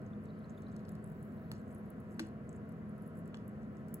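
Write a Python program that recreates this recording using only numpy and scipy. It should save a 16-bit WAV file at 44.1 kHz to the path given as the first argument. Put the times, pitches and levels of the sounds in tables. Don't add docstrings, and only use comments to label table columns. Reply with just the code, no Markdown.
import sys
import numpy as np
from scipy import signal
from scipy.fft import rfft, irfft, next_fast_len
from scipy.io import wavfile
from scipy.ndimage import map_coordinates

SR = 44100
rng = np.random.default_rng(int(sys.argv[2]) if len(sys.argv) > 2 else 0)


def transcribe(u):
    v = np.clip(np.atleast_2d(u).T, -1, 1)
    q = np.round(v * 32767).astype(np.int16)
    wavfile.write(sys.argv[1], SR, q)


N = 176400
TOP_HZ, LEAD_S, GRAIN_SCATTER_DB = 16350, .002, 3.5

# start in seconds, relative level in dB, centre in Hz, width in octaves.
ICE_CRACKS = [(0.0171, -68.5, 4340, 0.96), (0.0635, -67.5, 6610.0, 0.075), (0.2368, -69, 10040.0, 0.14),
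              (0.2555, -67, 7200, 0.32), (.39, -68.5, 9850, 0.69), (0.4967, -61.5, 6800, 0.11),
              (0.5041, -66.5, 7550, 0.24), (0.6202, -65.5, 7100, 0.27), (0.6827, -67, 4830.0, 1),
              (0.7194, -68, 7360, 0.21), (0.7641, -57, 6170, 0.41), (0.7934, -67, 4200, 0.41),
              (0.8515, -64, 4450.0, 0.58), (0.8844, -62, 4700.0, 0.44), (0.8914, -54, 11190.0, 0.69),
              (0.9194, -62, 10900, 0.17), (0.9526, -61, 8900.0, 0.97), (1.0421, -53, 9270, 0.16),
              (1.0614, -64, 11210.0, 0.22), (1.0745, -63, 9600, 0.34), (1.099, -66, 9690.0, 0.31),
              (1.1181, -67, 10950.0, 0.16), (1.2271, -59.5, 9400, 0.2), (1.2376, -71, 13390.0, 0.21),
              (1.2447, -70, 14000, 0.1), (1.2767, -70, 13470.0, 0.11), (1.322, -75, 7000, 0.28),
              (1.3399, -73, 15000, 0.14), (1.3697, -73, 11840.0, 0.44), (1.5669, -68, 7060.0, 0.59),
              (1.581, -71, 7880.0, 0.28), (1.5965, -70, 7880.0, 0.11), (1.6787, -68, 8450.0, 0.26),
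              (1.7057, -72, 9810.0, 0.36), (1.7144, -65, 8200, 0.18), (1.7264, -65, 10000, 0.21),
              (1.7477, -56, 9400, 0.2), (1.7583, -67, 9500, 0.17), (1.7821, -62, 11100, 0.18),
              (1.802, -77, 11500, .2), (1.8576, -70, 11390.0, 0.25), (1.9025, -53.5, 11960.0, 0.31),
              (2.0014, -62, 11500, 0.32), (2.109, -76, 8000, 0.13), (2.1209, -71, 8230.0, 0.15),
              (2.1435, -68, 9400, 0.26), (2.263, -67, 5980.0, 0.65), (2.2694, -61.5, 8300, 0.23),
              (2.2873, -70, 8320.0, 0.41), (2.4921, -53.5, 7740, 0.15), (2.5283, -61.5, 7400, 0.2),
              (2.5565, -67, 8730.0, 0.15), (2.5634, -63, 7870.0, 0.11), (2.6919, -63, 10800, 0.22),
              (2.7214, -65.5, 8900, 0.45), (2.8946, -60, 9810.0, 0.062), (2.98, -66, 10200.0, 0.29),
              (3.0209, -62, 11280.0, 0.14), (3.034, -70, 11000, .15), (3.062, -65, 11140.0, 0.17),
              (3.0714, -68, 11260.0, 0.083), (3.0765, -59, 12000, 0.2), (3.155, -68, 9600, .35),
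              (3.1896, -60, 11000, 0.21), (3.2, -71, 10900, .15), (3.257, -67, 7700, 0.18),
              (3.2772, -61.5, 9400, 0.48), (3.4794, -56, 11300, 0.36), (3.4929, -71, 10000, 0.16),
              (3.631, -69, 6500, 0.45), (3.724, -86, 13500, .2), (3.7693, -67, 6700, 0.23),
              (3.8835, -61.5, 8950, 0.53), (3.9417, -36.5, 15500, 0.51)]
# start in seconds, relative level in dB, centre in Hz, width in octaves.
CUBE_KNOCKS = [(1.5158, -40.5, 4240, 2.7), (2.1944, -37.5, 1660, .36), (2.1946, -40, 4600, 0.75),
               (2.1972, -42, 3400, 0.93), (2.2016, -44.5, 3800, 1.1), (3.344, -45.5, 1880, 0.69),
               (3.371, -60.5, 4400, .74)]
# frequency in Hz, coherence.
ICE_COHERENCE = [(1000, .88), (5500, .6), (7000, .99), (16000, .98)]


def amp(db):
    return 10 ** (np.asarray(db) / 20)


def unit_rms(x):
    return x / np.sqrt(np.mean(x ** 2) + 1e-30)


def burst(x, db, window_s=.002):
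    return x / (np.linalg.norm(x) + 1e-20) * amp(db) * np.sqrt(window_s * SR)


def along(points, hz):
    knots_hz, values = np.transpose(points)
    return np.interp(np.log(hz + 1), np.log(knots_hz + 1), values)


def envelope(points):
    return amp(np.interp(np.arange(N) / SR, *np.transpose(points)))


def wobble(knots_per_s):
    return map_coordinates(rng.standard_normal(256), [np.arange(N) * knots_per_s / SR], mode="wrap")


def clock(samples):
    return np.maximum(np.arange(samples) / SR - LEAD_S, 0)


def filtered(x, response):
    n = x.shape[-1]
    padded = next_fast_len(n + 2048)
    return irfft(rfft(x, padded) * response(np.fft.rfftfreq(padded, 1 / SR)), padded)[..., :n]


def band(x, centre_hz, octaves):
    return filtered(x, lambda hz: np.exp(-(np.log2((hz + 1) / centre_hz) / octaves) ** 2 / 4))


def add(track, start_s, x):
    first = max(round(start_s * SR), 0)
    part = track[..., first:first + x.shape[-1]]
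    part += x[..., :part.shape[-1]]


def stereo(pair, coherence):
    def weights(hz):
        angle = np.arccos(np.clip(along(coherence, hz), -1, 1)) / 2
        return np.array([np.cos(angle), np.sin(angle)])
    mid, side = filtered(pair, weights)
    return np.array([mid + side, mid - side])


def noise(spectrum, coherence):
    pair = filtered(rng.standard_normal((2, N)), lambda hz: amp(along(spectrum, hz)))
    return unit_rms(stereo(pair, coherence))


def grains(per_s, centre_hz, spread_oct):
    start_s = np.cumsum(rng.exponential(size=2000)) / per_s
    db = GRAIN_SCATTER_DB * np.minimum(rng.standard_normal(2000), 2)
    hz = centre_hz * 2 ** (spread_oct * rng.standard_normal(2000))
    return np.column_stack([start_s, db, hz])[start_s < N / SR]


def appliance_hum(waver_db=1.5, drift_rad=.1):
    # frequency in Hz, rms level in dB.
    tones = [(96.9, -62), (166.9, -56), (209.9, -51), (502, -68.5), (1039, -88.5), (1276, -79),
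             (1583, -84.5)]
    out, t = np.zeros(N), np.arange(N) / SR
    for hz, db in tones:
        waver = amp(waver_db * wobble(4.32))
        phase = 2 * np.pi * hz * t + drift_rad * wobble(3.005)
        out += amp(db) * unit_rms(waver * np.sin(phase))
    return out


def room_rumble(level_db=-48, ripple_db=2.5, spacing_hz=21.97):
    # frequency in Hz, relative density in dB.
    spectrum = [(20, -47), (35, -30), (55, -10.5), (80, -7), (108, -4.5), (130, 0.5), (190, -3), (232, 1),
                (280, -8.5), (350, -10.5), (440, -9.5), (560, -15.5), (670, -15.5), (830, -25.5),
                (1100, -23), (1550, -23.5), (2000, -30.5), (2400, -37.5), (2900, -40.5), (3700, -52),
                (6000, -57), (20000, -90)]
    # frequency in Hz, left-right coherence.
    coherence = [(60, 0.63), (150, 1), (300, 0.97), (550, 0.71), (900, 0.075), (1400, 0.59), (2200, 0.04),
                 (4000, 0.066)]
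    knots = rng.standard_normal(2048)

    def ripple(hz):
        depth_db = ripple_db * np.clip(hz / 300 - 1, 0, 1)
        return amp(depth_db * np.interp(hz / spacing_hz, np.arange(len(knots)), knots))
    return amp(level_db) * filtered(noise(spectrum, coherence), ripple)


def hiss(rms_db=-85.5):
    # frequency in Hz, relative density in dB.
    spectrum = [(1000, -41), (4000, 3), (5600, -3.5), (6600, 0.5), (8500, 0.5), (9700, 4.5), (11500, 3),
                (14000, -2.5), (16000, -1)]
    # frequency in Hz, left-right coherence.
    coherence = [(4000, .23), (6000, .5), (7000, .98), (14000, .98)]
    return amp(rms_db) * noise(spectrum, coherence)


def pings(rows, t60_cycles=50, pitch_rise=.05):
    out, t = np.zeros((2, N)), np.arange(1024) / SR
    for start_s, db, hz in rows:
        age = t * hz / t60_cycles
        tone = np.sin(2 * np.pi * hz * t * (1 + pitch_rise * age / 2))
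        add(out, start_s, burst(tone * amp(-60 * age) * (1 - np.exp(-10 * age)), db))
    return out


def trickle():
    # time in seconds, rms level in dB.
    levels = [(0, -95), (.22, -98), (.28, -85.5), (.55, -88), (.68, -86.5), (.9, -88), (1.1, -96),
              (1.45, -88), (1.8, -98), (2.4, -99), (3.95, -98)]
    return envelope(levels) * unit_rms(pings(grains(per_s=450, centre_hz=3950, spread_oct=.15)))


def snap(t, rise_s, t60_s):
    return rng.standard_normal((2, len(t))) * amp(-60 * t / t60_s) * (1 - np.exp(-t / rise_s))


def ticks(rows):
    out, t = np.zeros((2, N)), clock(600)
    for start_s, db, hz in rows:
        tick = band(snap(t, rise_s=.002, t60_s=.01), min(hz, TOP_HZ), octaves=.09)
        add(out, start_s, burst(tick, db))
    return stereo(out, ICE_COHERENCE)


def crackle(flurry_db=3.5):
    # time in seconds, rms level in dB.
    levels = [(0, -95), (.4, -91), (.7, -89), (1.0, -88), (1.25, -86), (1.48, -89), (1.75, -81), (1.9, -97),
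              (2.12, -85), (2.26, -82), (2.35, -97), (2.58, -90), (2.8, -96), (3.07, -85.5), (3.35, -94),
              (3.8, -93), (3.95, -89)]
    flurries = amp(flurry_db * wobble(28))
    spray = ticks(grains(per_s=420, centre_hz=10000, spread_oct=.36))
    return envelope(levels) * unit_rms(flurries * spray)


def contacts(rows, rise_s, snap_t60_s, snap_db=8.5):
    # frequency in Hz, relative level in dB, t60 in seconds.
    modes = [(860, -4, .05), (1190, -2, 0.013), (1615, 8, 0.008), (1790, 11, 0.0046), (2900, -7, 0.024),
             (3400, -3, 0.013), (4310, 5, 0.01), (5080, -1.5, .012), (6100, -8, 0.015), (7770, -0.5, 0.011),
             (9850, 6.5, 0.0076), (10890, -6, 0.021), (12370, 1, 0.0084), (14100, -2, 0.013),
             (15000, -8, .008)]
    mode_hz, mode_db, t60_s = np.transpose(modes)[:, :, None]
    out, t = np.zeros((2, N)), clock(2048)
    for start_s, db, centre_hz, octaves in rows:
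        strength = amp(mode_db + 2 * rng.standard_normal((2, len(modes), 1)))
        phase = 2 * np.pi * rng.random((2, len(modes), 1))
        ring = (strength * amp(-60 * t / t60_s) * np.sin(2 * np.pi * mode_hz * t + phase)).sum(1)
        ring *= 1 - np.exp(-t / rise_s)
        hit = band(ring + amp(snap_db) * snap(t, rise_s, snap_t60_s), centre_hz, octaves)
        add(out, start_s - LEAD_S, np.array([burst(channel, db) for channel in hit]))
    return stereo(out, ICE_COHERENCE)


def cracks(gain_db=-2.5):
    return amp(gain_db) * contacts(ICE_CRACKS, rise_s=.0005, snap_t60_s=.01)


def splinters(per_crack=4, level_db=-77.5, scatter_s=.011, spread_oct=.24):
    crack_s, _, crack_hz, _ = np.repeat(ICE_CRACKS, per_crack, axis=0).T
    when, size, pitch = rng.standard_normal((len(crack_s), 3)).T
    db = level_db + GRAIN_SCATTER_DB * size
    return ticks(zip(crack_s + scatter_s * when, db, crack_hz * 2 ** (spread_oct * pitch)))


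def bubbles():
    # start in seconds, level in dB, pitch in Hz.
    pops = [(.1329, -68, 3480), (.3036, -69.5, 3870), (.4438, -66, 4130), (.5776, -65.5, 3540),
            (.6679, -65.5, 3950)]
    return pings(pops)


def sizzle():
    # time in seconds, rms level in dB.
    levels = [(.98, -115), (1.09, -83), (1.19, -78), (1.24, -86), (1.3, -87), (1.48, -81), (1.64, -115)]
    return envelope(levels) * unit_rms(ticks(grains(per_s=260, centre_hz=13800, spread_oct=.15)))


def knocks(gain_db=-.5, cutoff_hz=13200):
    hits = amp(gain_db) * contacts(CUBE_KNOCKS, rise_s=.00015, snap_t60_s=.006)
    return filtered(hits, lambda hz: 1 / (1 + (hz / cutoff_hz) ** 6))


def crunch(per_knock=20, below_db=21, length_s=.07, fade_db=24, low_hz=2410, high_hz=8200):
    knock_s, knock_db, _, _ = np.repeat(CUBE_KNOCKS, per_knock, axis=0).T
    when, pitch, size = rng.random((len(knock_s), 3)).T
    db = knock_db - below_db - fade_db * when + GRAIN_SCATTER_DB * (2 * size - 1)
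    return ticks(zip(knock_s + length_s * when, db, low_hz + (high_hz - low_hz) * pitch))


def settle(start_s=2.2012, ring_db=-35.5, ring_hz=324, ring_t60_s=.2, thud_t60_s=.05):
    out, t = np.zeros(N), np.arange(SR // 2) / SR
    ring = amp(ring_db - 60 * t / ring_t60_s) * np.sin(2 * np.pi * ring_hz * t)
    thud = band(rng.standard_normal(len(t)) * amp(-60 * t / thud_t60_s), centre_hz=750, octaves=.26)
    add(out, start_s, ring + burst(thud, db=-55))
    return out


def room_tail(x):
    # frequency in Hz, t60 in seconds.
    decay = [(300, 0.055), (2000, 0.32), (6000, 0.21), (15000, 0.11)]
    # frequency in Hz, left-right coherence.
    coherence = [(200, .71), (900, .22), (5500, .2), (7000, .95), (16000, .95)]
    hz, t, spectra = signal.stft(rng.standard_normal((2, SR // 2)), SR, nperseg=256)
    spectra *= amp(-60 * t / along(decay, hz)[:, None])
    impulse = stereo(signal.istft(spectra, SR, nperseg=256)[1], coherence)
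    return signal.fftconvolve(x.mean(0)[None], impulse / np.linalg.norm(impulse[0]), axes=1)[:, :N]


def off_centre(x):
    # frequency in Hz, phase lead of the left channel in radians.
    phase_lead = [(0, 0), (100, -.36), (300, -.36), (600, -.5), (1500, -1.8), (2600, -2.9), (3600, -4.2),
                  (5500, -3.8), (6700, -6.2), (7100, -6.4), (15700, -18.8), (17000, -18.9)]
    lead_rad = lambda hz: np.interp(hz, *np.transpose(phase_lead))
    return filtered(x, lambda hz: np.exp(.5j * np.array([lead_rad(hz), -lead_rad(hz)])))


def scene(knock_send_db=-12, close_send_db=-15, crackle_send_db=-3.5, balance_db=.17):
    background = appliance_hum() + room_rumble() + hiss()
    cubes = knocks()
    ice = cracks() + splinters() + sizzle() + crunch()
    bed = crackle()
    coffee = bubbles() + trickle()
    tail = amp(knock_send_db) * room_tail(cubes)
    tail += room_tail(amp(close_send_db) * (ice + coffee) + amp(crackle_send_db) * bed)
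    mix = off_centre(background + cubes + settle() + ice + bed + tail) + coffee
    return mix * amp([[balance_db], [-balance_db]])


def record(dry):
    return filtered(dry, lambda hz: 1 / (1 + (hz / TOP_HZ) ** 120))


dry = scene()
out = record(dry)
transcribe(out)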